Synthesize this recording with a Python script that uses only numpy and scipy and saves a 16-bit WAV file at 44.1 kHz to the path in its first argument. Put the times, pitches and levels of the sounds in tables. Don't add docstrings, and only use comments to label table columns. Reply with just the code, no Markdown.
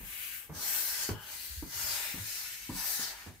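import sys
import numpy as np
from scipy import signal
from scipy.fft import rfft, irfft
from scipy.io import wavfile
from scipy.ndimage import uniform_filter1d

SR = 44100
rng = np.random.default_rng(int(sys.argv[2]) if len(sys.argv) > 2 else 0)


def store_wav(level_fs):
    pcm = np.round(np.clip(np.atleast_2d(level_fs), -1, 1) * 32767)
    wavfile.write(sys.argv[1], SR, pcm.T.astype(np.int16))


N = 149940

# frequency_hz, correlation
STEREO_IMAGE = [(50, 0.61), (300, 0.74), (800, 0.88), (1200, 0.32), (1550, 0.57), (2100, -0.26),
                (2900, 0.34), (3400, -0.018), (4200, 0.3), (5200, -0.026)]
# frequency_hz, level_db
ROOM_TONE_EQ = [(20, -23), (45, 1), (90, -7.5), (160, -13), (600, -22), (1500, -31), (4500, -25),
                (15000, -21.5)]
# frequency_hz, t60_s
REVERB_DECAY = [(300, 0.22), (8000, 0.12)]
# start_s, peak_db, pitch_hz, swell_s
THUDS = [(0, -42, 45, 0.021), (0.492, -42, 155.5, 0.026), (0.549, -45.5, 82, 0.013),
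         (1.095, -34, 95.3, 0.015), (1.099, -44, 52, 0.017), (1.495, -42.5, 63, 0.02),
         (1.563, -36.5, 67, .017), (1.615, -44.5, 48, .022), (2.15, -55, 53, 0.036),
         (2.191, -41.5, 98, 0.019), (2.69, -44, 43, 0.056), (2.705, -43, 187, 0.044),
         (3.272, -47.5, 93, 0.012)]
# start_s, level_db, pitch_hz, settle_s, scuff_db
FOOTFALLS = [(.003, -55.5, 240, 0.059, -2), (0.493, -53, 167, 0.078, 5.5), (1.089, -38.5, 387, 0.027, -0.5),
             (1.624, -44.5, 308, 0.017, -7), (1.661, -54, 270, 0.023, -15), (2.141, -49, 184, 0.057, -0.5),
             (2.692, -41, 260, 0.042, -10.5), (2.993, -57.5, 246, 0.01, 2), (3.011, -67.5, 224, 0.011, 11),
             (3.263, -52, 162, 0.032, 3)]
# pitch_hz, level_db, t60_s
FLOOR_MODES = [(148, 5, 0.3), (157, 9.5, 0.3), (184.9, 5.5, 0.317), (280, 1, 0.29), (311.6, -0.5, 0.23),
               (346.6, -11, 0.38), (384, -8, 0.21), (514, 3, 0.072), (801, 6.5, 0.047), (971, 13.5, 0.045)]
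# frequency_hz, level_db
SCUFF_EQ = [(30, 1), (120, 6), (450, -2), (620, -9), (850, -4.5), (1200, -10), (2200, -14), (5000, -44),
            (15000, -55)]
# peak_s, half_length_s, pitch_hz, width_hz, level_db
FRICTION_BANDS = [(0.262, 0.14, 2850, 690, -54), (0.77, 0.14, 13700, 2000, -36.5),
                  (1.202, 0.18, 3020, 403, -55.5), (1.224, 0.11, 1550, 410, -55.5),
                  (1.46, 0.16, 4360, 1020, -52), (1.832, 0.096, 82, 70, -53.5),
                  (1.865, 0.055, 13300, 2200, -40.5), (2.013, 0.12, 2350, 940, -47),
                  (2.802, 0.081, 970, 280, -53.5), (2.87, 0.13, 4760, 1000, -49.5),
                  (2.897, 0.071, 13200, 2780, -39), (3.041, 0.015, 5060, 1310, -39.5),
                  (3.135, 0.018, 910, 220, -54)]
# frequency_hz, level_db
CLOTH_EQ_LEFT = [(60, -16.5), (300, -15.5), (480, -13), (700, -10.5), (950, -4), (1150, -6), (1450, -1.5),
                 (2500, -4.5), (3500, -3), (4400, -1.5), (5100, 3), (6200, -1.5), (7300, -1), (8300, 2),
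                 (9300, -3), (11000, -1), (12800, 0.5), (14200, 0.5), (15600, -0.5)]
CLOTH_EQ_RIGHT = [(60, -33), (300, -21.5), (600, -19), (800, -2.5), (980, -12), (1200, -11), (1500, -6.5),
                  (2100, -4), (3300, -11), (4400, -0.5), (5400, -0.5), (6500, 3), (8100, -10), (9400, -9),
                  (10800, -4.5), (12200, -8), (14200, -2), (15600, -69)]
# peak_s, rise_s, fall_s, body_db, rasp_db, hiss_db, fizz_db
STROKES = [(.195, .128, 0.19, -13.5, 1.5, -14, -2.5), (.35, 0.38, 0.089, -16.5, -1.5, -19, -4),
           (0.593, 0.041, 0.087, 3.5, -5, -0.5, -7), (0.811, 0.17, 0.18, 1.5, 2.5, 1.6, 6.5),
           (1.01, 0.13, 0.088, -2.5, 5.5, 1, 1), (1.257, 0.62, 0.14, -3, -16.5, -25, -29),
           (1.41, 0.16, 0.23, -18, -0.5, -10.5, -2), (1.87, 0.14, 0.19, 4, 3.5, 2, 3),
           (2.081, 0.14, 0.2, -5.5, 1, -8.5, -1.5), (2.33, 0.11, 0.16, -9.5, 0.5, -2.5, -1.5),
           (2.53, .11, 0.19, -14, 0.5, -8, -5), (2.865, 0.096, 0.19, -1.5, 2, 0, 4.5),
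           (3.048, 0.076, 0.071, 2, 0, -1.5, -11), (3.113, 0.012, 0.18, -5.5, -0.5, -12.5, -14)]
STROKE_BANDS_HZ = (900, 2300, 5200, 11500)

ROOM_TONE_DB, REVERB_DB, CLOTH_DB = -59, -9.5, -33.5
THUD_PAN_DB, FRICTION_PAN_DB = 1.5, 3
HEEL_DECAY_S, SOLE_GAIN = 0.0063, 0.8
ECHO_COUNT, ECHO_SPAN_S, ECHO_DRIFT_S_PER_S, ECHO_DB = 8, .012, 0.0002576, -10.5
SLIPS_PER_S, SLIP_SPREAD_DB, SLIP_SHARE = 9000, 1.5, 0.2
FOLD_DB, FLUTTER_DB = 1.5, 0.87
RISE_POWER, FALL_POWER = 3.2, 2.52


def amp(db):
    return 10 ** (np.asarray(db) / 20)


def unit(x):
    return x / np.sqrt(np.mean(x ** 2) + 1e-20)


def curve(points, hz):
    point_hz, value = np.transpose(points)
    return np.interp(np.log(hz + 1), np.log(point_hz + 1), value)


def add(mix, start_s, sound):
    part = mix[..., max(0, round(start_s * SR)):][..., :sound.shape[-1]]
    part += sound[..., :part.shape[-1]]


def stereo(spectra, hz):
    alike = curve(STEREO_IMAGE, hz)
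    return np.array([spectra[0], alike * spectra[0] + np.sqrt(1 - alike ** 2) * spectra[1]])


def noise(eq, size):
    hz = np.fft.rfftfreq(size, 1 / SR)
    white = stereo(rfft(rng.standard_normal((2, size))), hz)
    return unit(irfft(white * amp(curve(eq, hz)), size))


def wander(shape, size):
    field = rng.standard_normal(shape)
    for axis in (-2, -1, -2, -1):
        field = uniform_filter1d(field, size[axis], axis)
    return unit(field)


def room_tone():
    return amp(ROOM_TONE_DB) * noise(ROOM_TONE_EQ, N)


def reverb(x):
    hz, t, white = signal.stft(rng.standard_normal((2, SR // 2)), SR, nperseg=256)
    envelope = amp(-60 * t / curve(REVERB_DECAY, hz)[:, None]) * np.minimum(t / .012, 1)
    tail = signal.istft(stereo(white, hz[:, None]) * envelope, nperseg=256)[1]
    return amp(REVERB_DB) * signal.fftconvolve(x, tail / np.linalg.norm(tail[0]), axes=1)[:, :N]


def floor_thud(peak_db, pitch_hz, swell_s):
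    t = np.arange(SR // 2) / SR
    swell = (t / swell_s * np.exp(1 - t / swell_s)) ** 2
    return amp(peak_db + THUD_PAN_DB * np.array([[-1], [1]])) * swell * np.sin(2 * np.pi * pitch_hz * t)


def footfall(level_db, pitch_hz, settle_s, scuff_db):
    t = np.arange(SR // 2) / SR
    settle = np.exp(-t / settle_s) * (1 - np.exp(-t / 0.001))
    ring = 0
    for mode_hz, mode_db, t60_s in FLOOR_MODES:
        emphasis = 0.42 + np.exp(-.5 * np.log2((mode_hz + 1) / pitch_hz) ** 2)
        ring += amp(mode_db - 60 * t / t60_s) * emphasis * np.sin(2 * np.pi * mode_hz * t)
    sole = signal.fftconvolve(rng.standard_normal(len(t)) * settle ** 2, ring)[:len(t)]
    heel = -np.sin(2 * np.pi * pitch_hz * t) * np.exp(-t / HEEL_DECAY_S) * (1 - np.exp(-t / 0.0015))
    knock = unit(unit(heel) + SOLE_GAIN * settle_s / .025 * unit(sole))
    scuff = amp(scuff_db) * unit(noise(SCUFF_EQ, len(t)) * settle)
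    return amp(level_db) * 0.31 * (knock + scuff)


def friction_bands():
    t, hz, out = np.arange(N) / SR, np.fft.rfftfreq(N, 1 / SR), 0
    for peak_s, half_length_s, pitch_hz, width_hz, level_db in FRICTION_BANDS:
        white = stereo(rfft(rng.standard_normal((2, N))), hz)
        band = irfft(white / (1 + abs(2 * (hz - pitch_hz) / width_hz) ** 2.1), N)
        swell = .5 ** (abs((t - peak_s) / half_length_s) ** FALL_POWER)
        out += amp(level_db) * swell * unit(band)
    return out * amp(FRICTION_PAN_DB * np.array([[1], [-1]]))


def reflections(x):
    t, out = np.arange(N) / SR, x.copy()
    for ear, echoes in enumerate(rng.random((2, ECHO_COUNT, 2))):
        for k, (place, drift) in enumerate(echoes):
            delay_s = ECHO_SPAN_S * (k + place + .5) / ECHO_COUNT
            drift_s = ECHO_DRIFT_S_PER_S * (2 * drift - 1) * t
            out[ear] += amp(ECHO_DB) * (-1) ** k * np.interp(t - delay_s - drift_s, t, x[ear])
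    return unit(out)


def fibre_slips():
    clicks = rng.standard_normal((2, N)) * amp(SLIP_SPREAD_DB * np.minimum(rng.exponential(1, (2, N)), 4))
    clicks *= rng.random((2, N)) < SLIPS_PER_S / SR
    return np.sqrt(SLIP_SHARE) * unit(clicks) + np.sqrt(1 - SLIP_SHARE) * rng.standard_normal((2, N))


def cloth_swishes():
    hz, t, grain = signal.stft(reflections(fibre_slips()), SR, nperseg=1024, noverlap=768)
    grain = stereo(grain.transpose(0, 2, 1), hz)
    power = 0
    for peak_s, rise_s, fall_s, *bands_db in STROKES:
        rise = abs((t - peak_s) / rise_s) ** RISE_POWER
        fall = abs((t - peak_s) / fall_s) ** FALL_POWER
        swell = .5 ** np.where(t < peak_s, rise, fall)
        colour = amp(curve(list(zip(STROKE_BANDS_HZ, bands_db)), hz))
        power += np.outer(swell, colour) ** 2
    eq_db = np.array([curve(CLOTH_EQ_LEFT, hz), curve(CLOTH_EQ_RIGHT, hz)])[:, None]
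    folds_db = FOLD_DB * wander(grain.shape[1:], size=(14, 12))
    flutter_db = FLUTTER_DB * wander((len(t), 1), size=(6, 1))
    swishes = grain * np.sqrt(power) * amp(eq_db + folds_db + flutter_db)
    return amp(CLOTH_DB) * signal.istft(swishes.transpose(0, 2, 1), nperseg=1024, noverlap=768)[1][:, :N]


def scene():
    feet = np.zeros((2, N))
    for start_s, *settings in FOOTFALLS:
        add(feet, start_s, footfall(*settings))
    for start_s, *settings in THUDS:
        add(feet, start_s, floor_thud(*settings))
    return feet + reverb(feet) + cloth_swishes() + friction_bands() + room_tone()


def record(dry):
    low_cut = signal.butter(3, 34, "highpass", fs=SR, output="sos")
    high_cut = signal.firwin(511, 15650, window=("kaiser", 9), fs=SR)
    return signal.oaconvolve(signal.sosfilt(low_cut, dry), high_cut[None], "same")


dry = scene()
out = record(dry)
store_wav(out)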